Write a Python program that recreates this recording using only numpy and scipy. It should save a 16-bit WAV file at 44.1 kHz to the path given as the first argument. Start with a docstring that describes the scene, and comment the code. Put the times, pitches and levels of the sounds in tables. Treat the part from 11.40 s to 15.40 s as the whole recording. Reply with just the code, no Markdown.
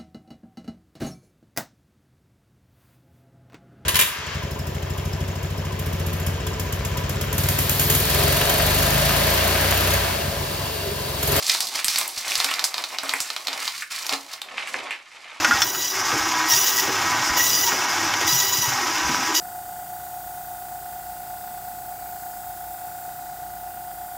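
"""In a small room, hands fold a stiff paper bundle shut, press it flat on a table and let it go.
Creases buckle with sharp snaps over fine crackle and sliding paper, bright at first, duller near the end.
Low puffs sit under some bright snaps, paper edges skid, hard pushes knock the table, and at last
the palm slides away. The table and wall reflect each snap, and the room rings briefly."""
import sys
import numpy as np
from scipy import signal
from scipy.fft import rfft, irfft
from scipy.io import wavfile
from scipy.ndimage import uniform_filter1d

SR = 44100
rng = np.random.default_rng(int(sys.argv[2]) if len(sys.argv) > 2 else 0)


def master(y):
    """Save y as 16-bit WAV."""
    cut = np.clip(np.atleast_2d(y).T, -1, 1)
    pcm = np.round(cut * 32767)  # scale
    wavfile.write(sys.argv[1], SR, pcm.astype(np.int16))


N = 176400
HZ = np.fft.rfftfreq(4096, 1 / SR)  # the frequencies at which filters are drawn

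# how strong the rustle is in three ranges: t/s, low level/dB, middle level/dB, treble level/dB
RUSTLE_LEVELS = [(0, -37.5, -38, -29), (.13, -43, -29.5, -20.5), (.19, -40.5, -40, -29),
                 (0.298, -41.5, -41.5, -28), (0.382, -34.5, -26.5, -22), (.435, -47, -40, -40),
                 (0.485, -57, -31, -26.5), (.61, -36.5, -30, -26), (.74, -46.5, -48.5, -38.5),
                 (0.773, -41.5, -38, -26.5), (0.818, -46, -39.5, -34), (0.879, -39, -33, -25.5),
                 (1.1, -41.5, -28.5, -29), (1.218, -36, -34, -33.5), (1.31, -48, -40, -41.5),
                 (1.39, -34, -34, -34), (1.49, -53, -44, -38), (1.536, -32.5, -30, -36),
                 (1.573, -47, -43, -42), (1.645, -37.5, -36.5, -32.5), (1.82, -42, -39, -36),
                 (1.878, -46.5, -39, -38.5), (2.048, -45, -43.5, -41.5), (2.109, -34.5, -34.5, -39),
                 (2.274, -43.5, -33.5, -28.5), (2.33, -63, -37.5, -37.5), (2.411, -70, -37.5, -31),
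                 (2.461, -92, -58, -49), (2.497, -76, -47, -49), (2.514, -55, -32, -27),
                 (2.675, -41.5, -39.5, -36), (2.733, -28.5, -26.5, -28.5), (2.775, -41.5, -49, -40),
                 (2.86, -52.5, -49.5, -44.5), (2.929, -46.5, -43, -35), (2.99, -55, -47, -57),
                 (3.139, -44, -41, -47), (3.195, -47, -28.5, -40.5), (3.325, -44, -41, -41),
                 (3.37, -38, -35, -40), (3.494, -38.5, -40, -48), (3.66, -64.5, -50, -55),
                 (3.75, -51, -45.5, -49), (3.99, -50.5, -41, -50)]
# tone colour of each range: f/Hz, level/dB
LOW_COLOUR = [(30, -36), (230, -20.5), (300, -9.5), (480, -6), (720, 2.5), (1100, 3), (1600, -25.5),
              (4000, -36)]
MIDDLE_COLOUR = [(300, -42), (800, -11), (1150, -1), (1600, -5), (2150, 2), (4000, -10), (16000, -49)]
TREBLE_COLOUR = [(1000, -20.5), (2600, -6), (3500, 0), (4400, 4), (5500, 1.5), (7500, -2.5), (11500, -8.5),
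                 (16000, -13.5)]
# texture of each range: crackle rate/(1/s), size spread/dB, amount of sliding, clumping/dB, gain/dB
RUSTLE_TEXTURE = [(818, 3.5, 0.6, 2.5, -3.5), (602, 2.5, 0.98, 3.5, -2), (600, 2.8, 0.9, 3, -3.5)]
# colour of the room's steady noise: f/Hz, level/dB
ROOM_COLOUR = [(120, -16), (2500, -15.5), (16000, -46)]
# reflections from table and wall: left delay/s, right delay/s, gain
REFLECTIONS = [(.00068, 0.00052, 0.1), (.0029, .0033, 0.16)]
# how long the room takes to fade by 60 dB: f/Hz, fade time/s
ROOM_FADE = [(100, 0.15), (270, 0.51), (700, 0.25), (4000, 0.2), (16000, 0.27)]
# creases that buckle: t/s, ring f/Hz, ring level/dB, thud level/dB, crack level/dB
CREASE_SNAPS = [(0.0792, 7800, -29, -38, -20), (0.096, 4400, -7.5, -39, -14), (0.098, 4440, -6.5, -42, -24),
                (0.1489, 4260, -13.5, -21.5, -24), (0.2051, 4960, -12.5, -42, -13),
                (0.3591, 5400, -17.5, -23, -23), (0.4448, 4560, -12.5, -44, -11),
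                (0.4822, 5170, -8.5, -28, -13), (0.559, 4200, -12, -28, -20),
                (0.5857, 11900, -14, -36, -17), (0.6786, 11230, -22, -46, -23.5),
                (0.9188, 2750, -15.5, -48, -27), (0.9546, 4870, -11.5, -43, -17),
                (0.9784, 4570, -37, -37, -19.5), (1.0011, 4460, -8.5, -21, -17.5),
                (1.0445, 4600, -9.5, -19.5, -13), (1.113, 2930, -16.5, -21, -24),
                (1.139, 4480, -14, -38, -22), (1.1934, 4240, -12, -21, -23),
                (1.2411, 4980, -7.5, -34, -12.5), (1.2496, 5130, -18, -32, -18.5),
                (1.342, 4160, -16, -23.5, -25.5), (1.3806, 4100, -17, -24, -28.5),
                (1.4392, 4140, -15.5, -23.5, -40), (1.5855, 4140, -13, -21.5, -25.5),
                (1.6338, 1460, -21.5, -28, -24.5), (1.6933, 4160, -12.5, -23, -24),
                (1.737, 2120, -10.5, -20, -19), (1.8033, 5170, -14.5, -29.5, -16.5),
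                (1.9021, 4180, -16, -25, -27.5), (1.9637, 3800, -15.5, -25, -27.5),
                (2.0708, 4130, -12.5, -25, -25), (2.0827, 4200, -15.5, -21, -26.5),
                (2.1299, 4240, -16, -25, -41), (2.2781, 4200, -13, -23, -26), (2.4215, 1796, -31, -56, -31),
                (2.6661, 5940, -17.5, -52, -22.5), (2.6932, 4300, -14.5, -19.5, -24),
                (2.7245, 2720, -17, -38, -37), (2.7351, 4060, -15, -22, -35),
                (2.9358, 4600, -22, -32.5, -30.5), (3.0172, 3600, -20.5, -30, -29),
                (3.1795, 2620, -19.5, -25.5, -51), (3.274, 2370, -22.5, -54, -30),
                (3.3424, 2030, -12, -22.5, -43), (3.5081, 2430, -17.5, -29, -31.5)]
# colours of a snap's thud and of its crisp crack: f/Hz, level/dB
THUD_COLOUR = [(200, -29.5), (550, -3.5), (850, 11), (1250, 18), (1900, -28.5), (5000, -32.5)]
CRACK_COLOUR = [(400, -13), (3000, -28), (6000, -1.5), (7800, 14), (10000, 7.5), (11500, 8.5), (16000, -5)]
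# low puffs under the brightest snaps: t/s, level/dB
LOW_PUFFS = [(0.091, -52), (.203, -51), (.444, -45), (0.484, -47), (.586, -53), (0.773, -49), (0.979, -46),
             (1.735, -58), (1.803, -49)]
# paper edges that skid: t/s, length/s, f/Hz, level/dB
EDGE_SKIDS = [(.207, 0.052, 4840, -31), (0.446, 0.034, 8460, -28), (1.241, 0.018, 6860, -22.5),
              (1.802, 0.027, 7200, -27), (2.421, 0.017, 1730, -28), (3.277, 0.033, 9000, -46.5),
              (3.51, 0.041, 2350, -31.5)]
# the hardest pushes on the table: t/s, level/dB
HARD_PUSHES = [(1.048, -41.5), (1.634, -41.5), (1.738, -41.5), (2.085, -45), (2.727, -36)]
# colour of the palm's knocking and sliding: f/Hz, level/dB
PALM_COLOUR = [(60, -25), (330, -5.5), (520, 4), (900, -7.5), (3000, -49)]
# skin sliding over the flat bundle: t/s, level/dB
PALM_LEVELS = [(3.04, -59), (3.17, -50), (3.298, -57), (3.36, -41.5), (3.499, -56.5), (3.6, -86)]

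USUAL_RING_HZ = 3940  # patches of paper that ring lower than this count as large


def amp(db):
    """Turns decibels into a gain."""
    return 10 ** (np.asarray(db) / 20)


def unit(x):
    """Scales a sound to a total energy of one."""
    return x / np.sqrt(np.sum(x ** 2) + 1e-20)


def even(x):
    """Scales a sound to an average power of one."""
    return unit(x) * np.sqrt(x.size)


def read(points, hz=HZ):
    """Reads between the rows of a table, with frequency spaced like musical pitch."""
    f, value = np.transpose(points)
    return np.interp(np.log(hz + 1), np.log(f + 1), value)


def add(mix, s, sound):
    """Mixes a sound in, starting at s seconds."""
    part = mix[max(round(s * SR), 0):][:len(sound)]
    part += sound[:len(part)]


def fade(t, seconds):
    """A smooth decay that loses 60 dB in the given time."""
    return np.exp(-np.log(1000) * t / seconds)


def colour(x, db):
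    """Filters a sound by one gain in dB for each frequency in HZ."""
    log_gain = np.log(amp(np.r_[db, db[-2:0:-1]]))
    response = np.exp(np.conj(signal.hilbert(log_gain)))  # rings after a click, never before
    taps = irfft(response[:len(HZ)])
    return signal.oaconvolve(x, taps[:len(HZ)])[:len(x)]


def flatten(force, width_hz=350):
    """Evens out the lows and highs of a burst, ready to be coloured."""
    power = abs(rfft(force, 2 * len(HZ) - 2)) ** 2
    smoothed = uniform_filter1d(power, int(width_hz / HZ[1]))
    return colour(force, -10 * np.log10(smoothed + 1e-9))


def rustle(clump_s=.008):
    """Paper slides on paper: a smooth hiss and tiny crackles, both coming in clumps."""
    t, out = np.arange(N) / SR, np.zeros(N)
    times, *levels = np.transpose(RUSTLE_LEVELS)
    for level, shape, texture in zip(levels, (LOW_COLOUR, MIDDLE_COLOUR, TREBLE_COLOUR), RUSTLE_TEXTURE):
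        per_s, spread_db, sliding, clump_db, gain_db = texture
        sizes = amp(spread_db * np.minimum(rng.exponential(1, N), 4.8)) * rng.choice([-1, 1], N)
        crackles = even(sizes * (rng.random(N) < per_s / SR))
        clumps = even(uniform_filter1d(rng.standard_normal(N), int(clump_s * SR)))
        force = (crackles + sliding * rng.standard_normal(N)) * amp(clump_db * np.minimum(clumps, 2))
        out += even(colour(force, read(shape))) * amp(np.interp(t, times, level) + gain_db)
    return out


def room_tone(level_db=-65.5):
    """The faint, steady noise of the room."""
    mid, side = (even(colour(noise, read(ROOM_COLOUR))) for noise in rng.standard_normal((2, N)))
    return amp(level_db) * np.array([mid + side / 2, mid - side / 2])


def room_boom(hz=276.3, fade_s=0.34):
    """The room's strongest low note, dying away."""
    t = np.arange(SR // 2) / SR
    return np.sin(2 * np.pi * hz * t) * fade(t, fade_s)


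def room_tail(alike=0.67, rise_s=0.001):
    """Many echoes blur into fading noise, much alike on the left and right."""
    t = np.arange(SR // 2) / SR
    left, other = rng.standard_normal((2, len(t)))
    right = alike * left + np.sqrt(1 - alike ** 2) * other
    hz, when, spectrum = signal.stft(np.array([left, right]), SR, nperseg=256)
    spectrum = spectrum * fade(when, read(ROOM_FADE, hz)[:, None])
    pair = signal.istft(spectrum, SR, nperseg=256)[1][:, :len(t)]
    rise = 1 - np.exp(-(t / rise_s) ** 2)
    return np.array([unit(side * rise) for side in pair])


def room(x, boom_db=-22, tail_db=-3, tails=4, shift_s=.045):
    """Adds the low boom, near reflections, and tails that take turns as the sounding spot moves."""
    out = np.array([x, x]) + amp(boom_db) * signal.oaconvolve(x, unit(room_boom()))[:N]
    for *delays, gain in REFLECTIONS:
        for side, delay in zip(out, delays):
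            add(side, delay, gain * x)
    spot = np.arange(N) / SR / shift_s
    for k in range(tails):
        turn = np.sin(np.pi / 2 * np.minimum((spot - k) % tails, 2))
        out += amp(tail_db) * signal.oaconvolve((x * turn)[None], room_tail(), axes=1)[:, :N]
    return out


def patch_colour(ring_hz):
    """Colour in dB of a flat patch of paper ringing briefly; large ones sound lower and more hollow."""
    ratio = (HZ + 1) / ring_hz
    size = max(USUAL_RING_HZ / ring_hz, 1)
    sharpness = 4.1 * np.sqrt(size)
    peak = 1 / np.hypot(1, sharpness * (ratio - 1 / ratio))
    floor = amp(-13) / size ** 4 * (HZ + 1) ** 2 / (HZ ** 2 + 1100 ** 2)
    treble_cut = 1 + (ratio / 1.54) ** 4
    return 20 * np.log10((peak + floor) / treble_cut)


def snap(ring_hz, ring_db, thud_db, crack_db, slip_s=0.0016, settle_s=0.0052, ticks_per_s=1100):
    """A crease gives way in a quick run of tiny slips, then the paper next to it settles in ticks."""
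    t = np.arange(SR // 16) / SR
    slips, signs = np.sign(rng.standard_normal((2, len(t))))
    slipping = flatten(slips * np.exp(-(t / slip_s) ** 2))
    ticks = signs * (rng.random(len(t)) < ticks_per_s / SR)
    stretch = 1 + max(np.log2(USUAL_RING_HZ / ring_hz), 0)  # large patches take longer to settle
    settling = flatten(ticks * np.exp(-t / (settle_s * stretch)))
    neighbour_hz = ring_hz * 2 ** rng.uniform(-.35, .35)
    out = 0
    for force, hz, gain_db in (slipping, ring_hz, -1.5), (settling, neighbour_hz, -7):
        # the patch rings, the bundle thuds, the fold cracks
        parts = [(ring_db, patch_colour(hz)), (thud_db, read(THUD_COLOUR)),
                 (crack_db, read(CRACK_COLOUR))]
        out += amp(gain_db) * sum(amp(db) * unit(colour(force, shape)) for db, shape in parts)
    return np.sqrt(SR / 1000) * out  # levels count as if the energy fell within one millisecond


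def creases():
    """The creases buckle one after another as the bundle is folded and pressed."""
    out = np.zeros(N)
    for s, *row in CREASE_SNAPS:
        add(out, s, snap(*row))
    return out


def low_puffs(decay_s=0.0068, top_hz=222):
    """Short, low, dead puffs under the brightest snaps."""
    t, out = np.arange(SR // 8) / SR, np.zeros(N)
    shape = -20 * np.log10(1 + (HZ / top_hz) ** 4)
    for s, db in LOW_PUFFS:
        burst = flatten(rng.standard_normal(len(t)) * np.exp(-t / decay_s))
        add(out, s, amp(db) * np.sqrt(SR * decay_s) * unit(colour(burst, shape)))
    return out


def edge_skids(sharpness=3.6, rise_s=.002):
    """Paper edges rub for a moment, each hissing around its own pitch and easing off."""
    t, out = np.arange(SR // 8) / SR, np.zeros(N)
    for s, length, hz, db in EDGE_SKIDS:
        ratio = (HZ + 1) / hz
        shape = -20 * np.log10(1 + (sharpness * (ratio - 1 / ratio) / 2) ** 2)
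        level = np.minimum(t / rise_s, 1) * np.exp(-(t / length) ** 2)
        add(out, s, amp(db) * level * even(colour(rng.standard_normal(len(t)), shape)))
    return out


def table_knocks(wood_hz=(449, 697), wood_fade_s=0.2, knock_s=0.024, table_db=-2.5):
    """The palm bears down: the table top knocks and rings, and sets off the room's low note."""
    out, boom = np.zeros(N), room_boom()
    t = np.arange(len(boom)) / SR
    for s, db in HARD_PUSHES:
        wood = sum(np.sin(2 * np.pi * (hz * t + rng.random())) for hz in wood_hz) * fade(t, wood_fade_s)
        knock = even(colour(rng.standard_normal(len(t)), read(PALM_COLOUR))) * np.exp(-t / knock_s)
        add(out, s, amp(db) * (boom + amp(table_db) * (knock + wood)))
    return out


def dull_ending(x, start_s=3.04, blend_s=.045, top_hz=9850):
    """The top treble drops away quickly at about three seconds."""
    blend = np.clip((np.arange(N) / SR - start_s) / blend_s, 0, 1)
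    muffled = colour(x, -10 * np.log10(1 + (HZ / top_hz) ** 8))
    return (1 - blend) * x + blend * muffled


def palm_slide():
    """Skin rubs dully on paper as the hand draws back."""
    db = np.interp(np.arange(N) / SR, *np.transpose(PALM_LEVELS), left=-np.inf, right=-np.inf)
    return amp(db) * even(colour(rng.standard_normal(N), read(PALM_COLOUR)))


def scene(right_louder_db=1.34):
    """Paper, hands and table sound in the room, a little to the right."""
    paper = dull_ending(creases() + rustle()) + edge_skids() + palm_slide()
    balance = amp(np.array([[-right_louder_db], [right_louder_db]]) / 2)
    return (room(paper) + table_knocks() + low_puffs()) * balance + room_tone()


def record(dry, top_hz=15900):
    """Clips peaks at full scale and cuts the very highest treble."""
    lowpass = signal.firwin(401, top_hz, window=("kaiser", 8), fs=SR)
    return signal.oaconvolve(np.clip(dry, -1, 1), lowpass[None], "same")


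dry = scene()
out = record(dry)
master(out)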